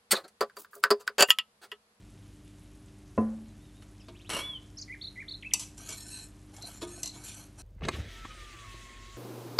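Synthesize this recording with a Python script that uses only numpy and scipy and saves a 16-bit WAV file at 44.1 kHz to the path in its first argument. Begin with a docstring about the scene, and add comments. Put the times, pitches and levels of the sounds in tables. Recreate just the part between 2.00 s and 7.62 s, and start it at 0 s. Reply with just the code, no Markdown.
"""A wire whisk works in a steel pot of milk on a kitchen table, close to the microphones.
Its wires ping the pot wall, then stick and slip over the steel: random contacts drive resonances, and milk churns.
Before that something is set down with a clunk that rings the table, and the whisk is picked up with a clatter.
A bird sings gliding whistles and chips, blurred by scattering; room air, foam fizz and a low mains hum lie under all.
"""
import sys
import numpy as np
from scipy import signal
from scipy.fft import rfft, irfft
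from scipy.io import wavfile
from scipy.ndimage import map_coordinates

SR = 44100
rng = np.random.default_rng(int(sys.argv[2]) if len(sys.argv) > 2 else 0)


def waveform_to_disk(signal):
    """Save audio, clipped to [-1, 1], as 16-bit WAV at the path in sys.argv[1]."""
    frames = np.transpose(np.atleast_2d(signal))
    scaled = np.clip(frames, -1, 1) * 32767
    samples = np.round(scaled).astype(np.int16)
    wavfile.write(sys.argv[1], SR, samples)


N = 247842

# colour of the moving milk and of its bubbles [f/Hz, relative level/dB per Hz]
MILK_COLOUR = [(120, -12), (180, 2), (300, -13), (450, -12), (700, 2), (950, -3.5), (1600, -4.5),
               (3000, -21.5)]


def gain_of(db):
    """Decibels to amplitude."""
    return 10 ** (np.asarray(db) / 20)


def evened(x):
    """Scales to rms 1."""
    return x / np.sqrt(np.mean(x ** 2) + 1e-20)


def unit(x):
    """Scales to energy 1."""
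    return x / np.linalg.norm(x)


def read(points, hz):
    """Reads a spectrum on a log-frequency axis."""
    f, value = np.transpose(points)
    return np.interp(np.log(hz + 1), np.log(f + 1), value)


def add(mix, s, sound):
    """Mixes a sound in at time s."""
    part = mix[round(s * SR):][:len(sound)]
    part += sound[:len(part)]


def through(x, response):
    """Passes x through an impulse response."""
    return signal.oaconvolve(x, response)[:len(x)]


def colour(points, size=4096):
    """Causal (minimum-phase) impulse response of energy 1 with the given spectrum."""
    hz = abs(np.fft.fftfreq(size, 1 / SR))
    log_gain = np.log(gain_of(read(points, hz)))
    response = np.fft.ifft(np.exp(np.conj(signal.hilbert(log_gain)))).real
    return unit(response[:size // 2])


def ring(modes):
    """Dying sines of a struck body; neighbouring modes start in opposite directions."""
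    t = np.arange(SR) / SR
    out = np.zeros(SR)
    for k, (hz, db, t60) in enumerate(modes):
        out += (-1) ** k * gain_of(db - 60 * t / t60) * np.sin(2 * np.pi * hz * t)
    return out


def body_of(spectrum, modes, ring_db):
    """Response of a struck thing: a broad colour and its ringing modes, ring_db louder than the colour."""
    out = gain_of(ring_db) * unit(ring(modes))
    add(out, 0, colour(spectrum))
    return unit(out)


def flutter(rate_hz, size=4096):
    """Smooth random motion of rms 1, mostly slower than rate_hz."""
    hz = np.fft.rfftfreq(size, N / SR / size)
    slow = irfft(rfft(rng.standard_normal(size)) / (1 + (hz / rate_hz) ** 4))
    return np.interp(np.linspace(0, size - 1, N), np.arange(size), evened(slow))


def slips(per_s, spread_db):
    """Random tiny contacts of uneven size and random direction."""
    out = np.zeros(N)
    at = np.flatnonzero(rng.random(N) < per_s / SR)
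    size = np.minimum(rng.exponential(1, N)[at], 4)
    sign = rng.integers(0, 2, N)[at] * 2 - 1
    out[at] = sign * gain_of(spread_db * size)
    return evened(out)


def blows(rows, chatter, spread_db=2.5):
    """Each blow is one sharp contact and a dying chatter of smaller, uneven ones."""
    out = np.zeros(N)
    t = np.arange(SR // 3) / SR
    grains = slips(9000, spread_db)
    for s, db, t60 in rows:
        fade = gain_of(-60 * t / t60)
        rattling = unit(fade * np.roll(grains, -round(s * SR))[:len(t)])
        force = chatter * rattling + (t == 0)
        add(out, s, gain_of(db) * np.linalg.norm(fade) * unit(force))
    return out


def resonate(x, hz, width):
    """A steep resonance whose pitch follows the curve hz."""
    angle = (2 * np.pi * (np.cumsum(hz / SR) % 1)).astype(np.float32)
    turn = np.array([np.cos(angle), np.sin(angle)])
    r = np.exp(-np.pi * width / SR)
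    # shift the pitch down to zero, smooth twice, shift back up
    smooth = signal.lfilter([1], [1, -2 * r, r * r], x * turn + 1e-18)
    return evened((turn * smooth).sum(0))


def kitchen(x, wet_db, side=0.038):
    """Sparse reflections die band by band; the two close microphones hear nearly the same."""
    # reverberation of the kitchen [f/Hz, t60/s]
    decay = [(150, 0.5), (600, 0.51), (2000, 0.52), (6000, 0.33), (12000, 0.4)]
    taps = rng.choice([-1., 1.], (2, SR // 3)) * (rng.random((2, SR // 3)) < 3000 / SR)
    taps[:, :SR // 250] = 0  # nothing returns in the first 4 ms
    hz, t, z = signal.stft(taps, SR, nperseg=256)
    fade = gain_of(-60 * t / read(decay, hz)[:, None])
    tails = signal.istft(z * fade, SR, nperseg=256)[1]
    mid, wide = (gain_of(wet_db) * through(x, unit(tail)) for tail in tails)
    return np.array([x + mid + side * wide, x + mid - side * wide])


def background():
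    """Still room air as shaped noise, a hum of sines wavering in phase, and fizzing foam."""
    # room air [f/Hz, relative level/dB per Hz]
    air_colour = [(15, -32), (25, -8.5), (74, -0.5), (104, -3.5), (124, -1), (197, -8), (269, -9),
                  (298, -6.5), (331, -13.5), (386, -12.5), (418, -20), (615, -19.5), (817, -23),
                  (1300, -25.5), (12000, -36.5), (15600, -71), (22000, -120)]
    # appliance hum [f/Hz, rms level/dB]
    hum_tones = [(49, -58), (100, -58), (199.5, -64.5), (299.5, -61), (389, -72.5)]
    t = np.arange(N) / SR
    spectrum = gain_of(read(air_colour, np.fft.rfftfreq(N, 1 / SR)))
    air = evened(irfft(rfft(rng.standard_normal(N)) * spectrum, N))
    hum = np.zeros(N)
    for hz, db in hum_tones:
        hum += gain_of(db) * np.sqrt(2) * np.sin(2 * np.pi * hz * t + 0.48 * flutter(2.1))
    # foam popping on the milk
    fizz = sum(resonate(slips(45, 2.56), np.full(N, hz), 2600) for hz in (2990, 6140, 7570, 10200))
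    return gain_of(-55.5) * air + hum + gain_of(-79) * kitchen(fizz, wet_db=-0.5)


def clunk():
    """A soft heavy blow rings the modes of the table, with a dull thud of two contacts."""
    # the table under a set-down load [f/Hz, relative level/dB, t60/s]
    table_modes = [(96.4, -29.5, 0.2), (142, -30, 0.048), (220, -17.5, 0.6), (258, -20, 0.063),
                   (296, -33.5, 0.26), (381.5, -27, .1), (426.4, -28, 0.2), (462, -27, 0.16),
                   (470, -18.5, 0.023), (689, -33, 0.17), (636, -32, 0.11), (726, -38, 0.19),
                   (1018, -25.5, 0.2), (1110, -40, .15), (1380, -48, .1), (2665, -45.5, 0.11)]
    # the thud of the load [f/Hz, relative level/dB per Hz]
    thud_colour = [(35, -34), (60, -10), (149, -11.5), (227, -12), (284, -4), (500, -10), (640, -8.5),
                   (945, -17), (1040, -18), (1160, -16), (5000, -65.5), (6500, -94), (11000, -120)]
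    clunk_s = 1.178
    ringing = np.zeros(N)
    soft_ring = through(ring(table_modes), signal.windows.hann(9) / 4)  # a soft contact dulls the ring
    add(ringing, clunk_s, gain_of(-2.0) * soft_ring)
    contacts = [(clunk_s, -23, .02), (clunk_s + 0.0036, -30, .13)]  # t/s, level/dB, t60/s
    thud = through(blows(contacts, chatter=3.6), colour(thud_colour))
    return kitchen(ringing, wet_db=-28) + kitchen(thud, wet_db=-7.0)


def note(length, db, first_hz, middle_hz, last_hz, rasp):
    """One note whose pitch follows a parabola; rasp makes its level pulse and its pitch wobble."""
    rasp_hz, rasp_bend = 170.5, 0.092  # bend as a share of the pitch, at full rasp
    u = np.linspace(0, 1, round(length * SR))
    bow = (middle_hz - (first_hz + last_hz) / 2) * (1 - (2 * u - 1) ** 2)
    hz = first_hz + (last_hz - first_hz) * u + bow
    pulse = rasp * np.sin(2 * np.pi * rasp_hz * length * u)
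    tone = (1 + pulse) * np.sin(2 * np.pi * np.cumsum(hz * (1 + rasp_bend * pulse)) / SR)
    taper = signal.windows.tukey(len(u), 0.34)  # share of the note spent swelling and fading
    return gain_of(db) * taper * evened(tone)


def bird():
    """Gliding whistles and chips, blurred by scattering from nearby walls."""
    # notes bending through three pitches; t counts from each entry of the phrase
    # [t/s, length/s, level/dB, first f/Hz, middle f/Hz, last f/Hz, rasp 0-1]
    opening = [(1.46, .06, -75, 4250, 4100, 3750, 0), (1.585, .125, -75, 3280, 3790, 3300, 0),
               (1.73, 0.12, -74, 3350, 3790, 3400, 0), (1.997, .025, -64, 3400, 2780, 2450, 0),
               (2.003, 0.022, -63.5, 5800, 5100, 4700, 0), (2.02, .07, -75, 3200, 3550, 3900, 0),
               (2.145, .035, -61, 2120, 2800, 3820, 0.7), (2.192, 0.034, -60.5, 2200, 2950, 4150, .8),
               (2.242, 0.042, -59, 2150, 3000, 4060, .8), (2.33, 0.043, -37.5, 2910, 2820, 2920, .2),
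               (2.372, .22, -42.5, 2985, 3443, 2807, 0.01), (2.77, 0.022, -46, 5000, 5730, 6900, 0.04),
               (2.782, 0.027, -45.5, 3960, 4740, 4800, 0.14), (2.811, 0.02, -42, 7650, 5300, 3970, 0.07)]
    slur = [(0, .02, -51.5, 2035, 1996, 2000, 0.8), (.015, 0.0403, -43.5, 1980, 2060, 2340, .05),
            (.046, .029, -45.5, 2330, 2280, 1520, .05)]  # a raspy low slur, sung twice
    chips = [(0, 0.0216, -42, 3070, 4284, 4220, 0.06), (.027, 0.0228, -41, 3475, 4087, 4250, 0.2),
             (.056, .024, -42, 3470, 4050, 4200, .15)]  # three quick chips that answer each slur
    flick = [(0, .014, -45, 3660, 2467, 1920, .1), (.019, .036, -43, 1945, 2600, 2490, 0.03)]  # a closing down-up flick, sung twice
    # when each phrase enters [t/s]
    slur_entries = [2.878, 3.156]
    chip_entries = [3.011, 3.28]
    flick_entries = [3.424, 3.509]
    song = np.zeros(N)
    phrases = ((opening, [0]), (slur, slur_entries), (chips, chip_entries), (flick, flick_entries))
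    for notes, entries in phrases:
        for entry in entries:
            for s, *shape in notes:
                add(song, entry + s, note(*shape))
    t = np.arange(SR // 5) / SR
    # the scatter swells and dies within a few tens of ms
    scatter = unit(rng.standard_normal(len(t)) * t * np.exp(-t / 0.0082))
    blurred = song + gain_of(-6) * through(song, scatter)
    return kitchen(blurred, wet_db=-15.5, side=0.38) * gain_of([[-.3], [.3]])  # slightly to the right


def clatter():
    """The whisk drags and jolts as it is lifted, and its wires ring."""
    # jolts of the whisk being picked up [t/s, level/dB, t60/s]
    jolts = [(1.823, -50.5, 0.053), (2.293, -32, 0.041), (2.3, -32, 0.28), (2.334, -35, 0.081),
             (2.346, -35.5, 0.055), (2.366, -34.5, 0.14), (2.39, -36.5, 0.11), (2.402, -42, 0.027)]
    # colour of the whisk [f/Hz, relative level/dB per Hz]
    whisk_colour = [(150, -1.5), (260, 0), (540, 2.5), (800, -7), (1150, 3.5), (1600, -3), (2400, -6),
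                    (2900, 2.5), (3600, -9.5), (4200, -3), (4900, -14.5), (5700, -2.5), (6500, -16),
                    (9500, -6.5), (12000, -13)]
    # its loose wires [f/Hz, relative level/dB, t60/s]
    loose_wires = [(470, -26, .12), (544, -2, 0.12), (1068, 1.5, 0.076), (1180, -18, 0.082),
                   (2256, -4, 0.25), (2950, -3, 0.18), (3250, -19, .1), (4190, -4, 0.15),
                   (5630, -16, 0.085), (5770, 0, 0.087), (7870, -4, 0.08), (9600, -13, 0.06)]
    body = body_of(whisk_colour, loose_wires, ring_db=-9)
    return kitchen(through(blows(jolts, chatter=17), body), wet_db=-10.0)


def knocks():
    """Blunt bumps of cookware that ring the base of the pot."""
    # dull knocks [t/s, level/dB, t60/s]
    bumps = [(2.084, -41.5, 0.08), (3.54, -40, 0.024), (3.595, -53, 0.06), (3.888, -46.5, 0.25),
             (4.816, -36, 0.15), (4.828, -40, 0.037), (5.032, -48, .06), (5.16, -47, 0.051)]
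    # their colour [f/Hz, relative level/dB per Hz]
    bump_colour = [(90, -23), (200, 4), (450, 3.5), (800, -10), (1250, -3), (1900, -14.5), (3000, -14),
                   (3700, -4), (5000, -16), (12000, -29.5)]
    # modes of the pot's base [f/Hz, relative level/dB, t60/s]
    base_modes = [(350.7, 2, 0.37), (417, -0.5, 0.15), (654, 1, 0.17), (937, 3, 0.081), (1230, -6, 0.3),
                  (2190, -2.5, 0.094), (3500, 8.5, 0.013)]
    body = body_of(bump_colour, base_modes, ring_db=0.5)
    return kitchen(through(blows(bumps, chatter=11.0), body), wet_db=-12)


def ticks():
    """Each strike pings the wall, which the milk damps quickly; then the wires rattle against each other."""
    # wires striking the pot wall [t/s, strike peak level/dB, rattle level/dB, rattle t60/s]
    strikes = [(3.536, -6.5, -30, 0.054), (3.5382, -21, -24, 0.04), (3.595, -32, -34, 0.14),
               (3.779, -45, -45.5, 0.035), (3.8904, -35, -36.5, .07), (3.904, -39, -45, 0.081),
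               (4.565, -43, -48, 0.08), (4.6233, -32, -45, 0.026), (5.0314, -19.5, -34.5, 0.076),
               (5.058, -25, -42, 0.13), (5.075, -26.5, -43, 0.051), (5.238, -38, -52, 0.093)]
    # colour of the rattle [f/Hz, relative level/dB per Hz]
    rattle_colour = [(300, -52), (1000, -7), (1500, -35), (2600, -7), (3600, -9), (4500, -6), (6000, 1),
                     (6700, -0.5), (7600, 5.5), (9000, -10.5), (9600, -4), (12000, -14)]
    # modes of the pot wall [f/Hz, relative level/dB, t60/s]
    wall_modes = [(960, -32, 0.039), (2036, -25.5, 0.14), (2600, -35, .09), (2820, -16.5, 0.072),
                  (4560, -15, 0.074), (5120, -9.5, 0.026), (5520, 0, 0.015), (5990, 2.5, 0.027),
                  (6330, -0.5, 0.0079), (6920, -6, 0.018), (7130, -3, .012), (7620, -1, 0.029),
                  (8050, -16, 0.023), (9550, -13.5, 0.032), (10930, -14, 0.014), (11000, -11, 0.035),
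                  (11630, -10.5, 0.032)]
    ping = ring(wall_modes)
    pings = np.zeros(N)
    for s, strike_db, _, _ in strikes:
        add(pings, s, gain_of(strike_db) * ping / abs(ping).max())
    rattles = [(s, db, t60) for s, _, db, t60 in strikes]
    rattle = through(blows(rattles, chatter=15), body_of(rattle_colour, wall_modes, ring_db=-10.5))
    return kitchen(pings, wet_db=-17, side=0.24) + kitchen(rattle, wet_db=-8, side=0.1)


def stroke(start, length, release_t60):
    """Level of one push of the whisk: it bites, presses hardest halfway, and lets go."""
    attack_s, swell_db = 0.014, 2.5
    t = np.arange(N) / SR - start
    bite = np.clip(t / attack_s, 0, 1)
    arch = np.sin(np.pi * np.clip(t / length, 0, 1))
    release_db = -60 * np.maximum(t - length, 0) / release_t60
    return bite * gain_of(swell_db * (arch - 1) + release_db)


def whisk_motion():
    """The strokes set how hard the wires scrape, sing and churn, and where they rub."""
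    # strokes of the whisk; lean runs from 0 on the floor of the pot to 1 on its wall
    # [t/s, length/s, scrape level/dB, milk level/dB, lean 0-1]
    strokes = [(3.598, 0.039, -42.5, -68, 0.9), (3.77, 0.11, -47, -60, 0.93),
               (3.877, 0.07, -40, -58.5, 0.99), (3.955, 0.29, -47, -71.5, .05), (4.462, .09, -72, -69, .9),
               (4.528, .125, -55, -60, 1), (4.649, 0.061, -44, -56, 0.8), (4.719, .06, -50, -58.5, 0.8),
               (4.807, 0.018, -41.5, -49, 0.73), (4.865, 0.17, -48, -63.5, 0.14),
               (5.025, 0.045, -50, -58.5, 0.55), (5.126, 0.12, -49, -61.5, 0.82),
               (5.23, .12, -42, -61.5, 0.71), (5.356, 0.09, -48.5, -60.5, 0.83),
               (5.573, 0.066, -49.5, -55.5, 0.74)]
    # a wire catches and squeals [t/s, length/s, level/dB]
    squeals = [(3.975, .04, -52), (4.108, 0.059, -50), (4.611, 0.036, -47.5), (5.027, 0.063, -47.5)]
    release_t60, slosh_t60 = 0.17, 0.29  # s; the milk moves on after the stroke
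    sing_floor_db, sing_wall_db = -6.5, -10  # singing of the wires relative to the scrape
    pushes = np.array([gain_of(db) * stroke(s, length, release_t60) for s, length, db, _, _ in strokes]) ** 2
    scrape = np.sqrt(pushes.sum(0))
    # strokes that overlap share the lean by their power
    lean = np.array([row[-1] for row in strokes]) @ pushes / (scrape ** 2 + 1e-20)
    squeal = sum(gain_of(db) * stroke(s, length, release_t60) for s, length, db in squeals)
    singing = scrape * gain_of(sing_floor_db + lean * (sing_wall_db - sing_floor_db))
    sloshes = [gain_of(db) * stroke(s, length, slosh_t60) for s, length, _, db, _ in strokes]
    churn = np.linalg.norm(sloshes, axis=0)
    return scrape, singing, squeal, churn, lean


def rubbed(drive, hz, width, swirl=0.011, patchy_db=2.5):
    """One mode under a moving contact: it swells and fades, and the swirling milk bends its pitch."""
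    mode = resonate(drive, hz * (1 + swirl * flutter(5.1)), width)
    return mode * evened(gain_of(patchy_db * flutter(13.8)))


def bubbles(per_s, count=12):
    """Small air pockets ring for a few cycles and rise in pitch."""
    t = np.arange(SR // 25) / SR
    out = np.zeros(N)
    blips = []
    for hz in np.geomspace(280, 1400, count):
        tone = np.exp(-t * hz / 7) * np.sin(2 * np.pi * hz * t * (1 + 3 * t))
        blips.append(gain_of(read(MILK_COLOUR, hz)) * tone)
    kind = rng.integers(0, count, N)
    births = slips(per_s, 3.0)
    for at in np.flatnonzero(births):
        add(out, at / SR, births[at] * blips[kind[at]])
    return evened(out)


def off_the_milk(x, delay_s=0.000604, share=0.57, sway=0.071, slosh_hz=6):
    """The sloshing surface sends back an inverted echo, so notches wander through the sound."""
    late = np.arange(N) - SR * delay_s * (1 + sway * flutter(slosh_hz))
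    return evened(x - share * map_coordinates(x, [late], order=3))


def stirring():
    """Wires stick and slip over the steel, sing when pressed, and churn the milk."""
    # the pot under the scraping wires
    # [f/Hz, width/Hz, relative level/dB rubbed on its floor, relative level/dB rubbed on its wall]
    pot_modes = [(940, 170, -14, -17), (1296, 49, -15, -11.5), (1542, 47, 0, -2.5), (1740, 90, 1, -8.5),
                 (2226, 53, -29, -5), (2594, 210, -6.5, -9), (3270, 660, -4, 2), (4370, 370, -22, -5),
                 (5346, 98, 1, -6.5), (5910, 320, -5.5, 1.5), (6530, 150, 2, -4), (7075, 210, 2, 0),
                 (7210, 250, -13, -1), (7950, 290, 0, -16), (8650, 330, -1, -18), (8400, 280, 10, -27),
                 (9210, 87, -18, -1), (9650, 330, 1, -2.5), (10500, 240, -11, -6), (11270, 1400, 2, -2)]
    # the wires' own notes [f/Hz, width/Hz, relative level/dB]
    wire_notes = [(4167, 310, -1.5), (7620, 130, -1.5), (8430, 140, -5.5)]
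    scrape, singing, squeal, churn, lean = whisk_motion()
    # wire after wire catches and lets go
    drive = slips(3500, 3.3) * evened(gain_of(1.5 * flutter(36)))
    steel = np.zeros(N)
    for hz, width, floor_db, wall_db in pot_modes:
        steel += gain_of(floor_db + lean * (wall_db - floor_db)) * rubbed(drive, hz, width)
    grit = through(drive, colour([(500, -29), (2000, -24), (7000, 12), (12000, 17)]))
    scraping = off_the_milk(evened(steel) + gain_of(-16.0) * grit)
    wires = [gain_of(db) * rubbed(drive, hz, width, swirl=0.008) for hz, width, db in wire_notes]
    milk = evened(through(slips(500, 2.1), colour(MILK_COLOUR)) + gain_of(1) * bubbles(per_s=85))
    close = scrape * scraping + churn * milk
    close += singing * evened(sum(wires))
    close += squeal * evened(wires[0])  # a squeal is the wires' lowest note alone
    return kitchen(close, wet_db=-18.5, side=0.046)


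def scene():
    """All sources in the kitchen."""
    return background() + clunk() + bird() + clatter() + knocks() + ticks() + stirring()


def record(dry):
    """The microphone loses the deepest bass; then the recorder's band limit cuts the top treble."""
    thinned = signal.sosfilt(signal.butter(4, 36, "high", fs=SR, output="sos"), dry)
    band_limit = signal.firwin(301, 12100, window=("kaiser", 8), fs=SR)  # cutoff in Hz
    return signal.oaconvolve(thinned, band_limit[None], "same", axes=1)


dry = scene()
out = record(dry)
waveform_to_disk(out)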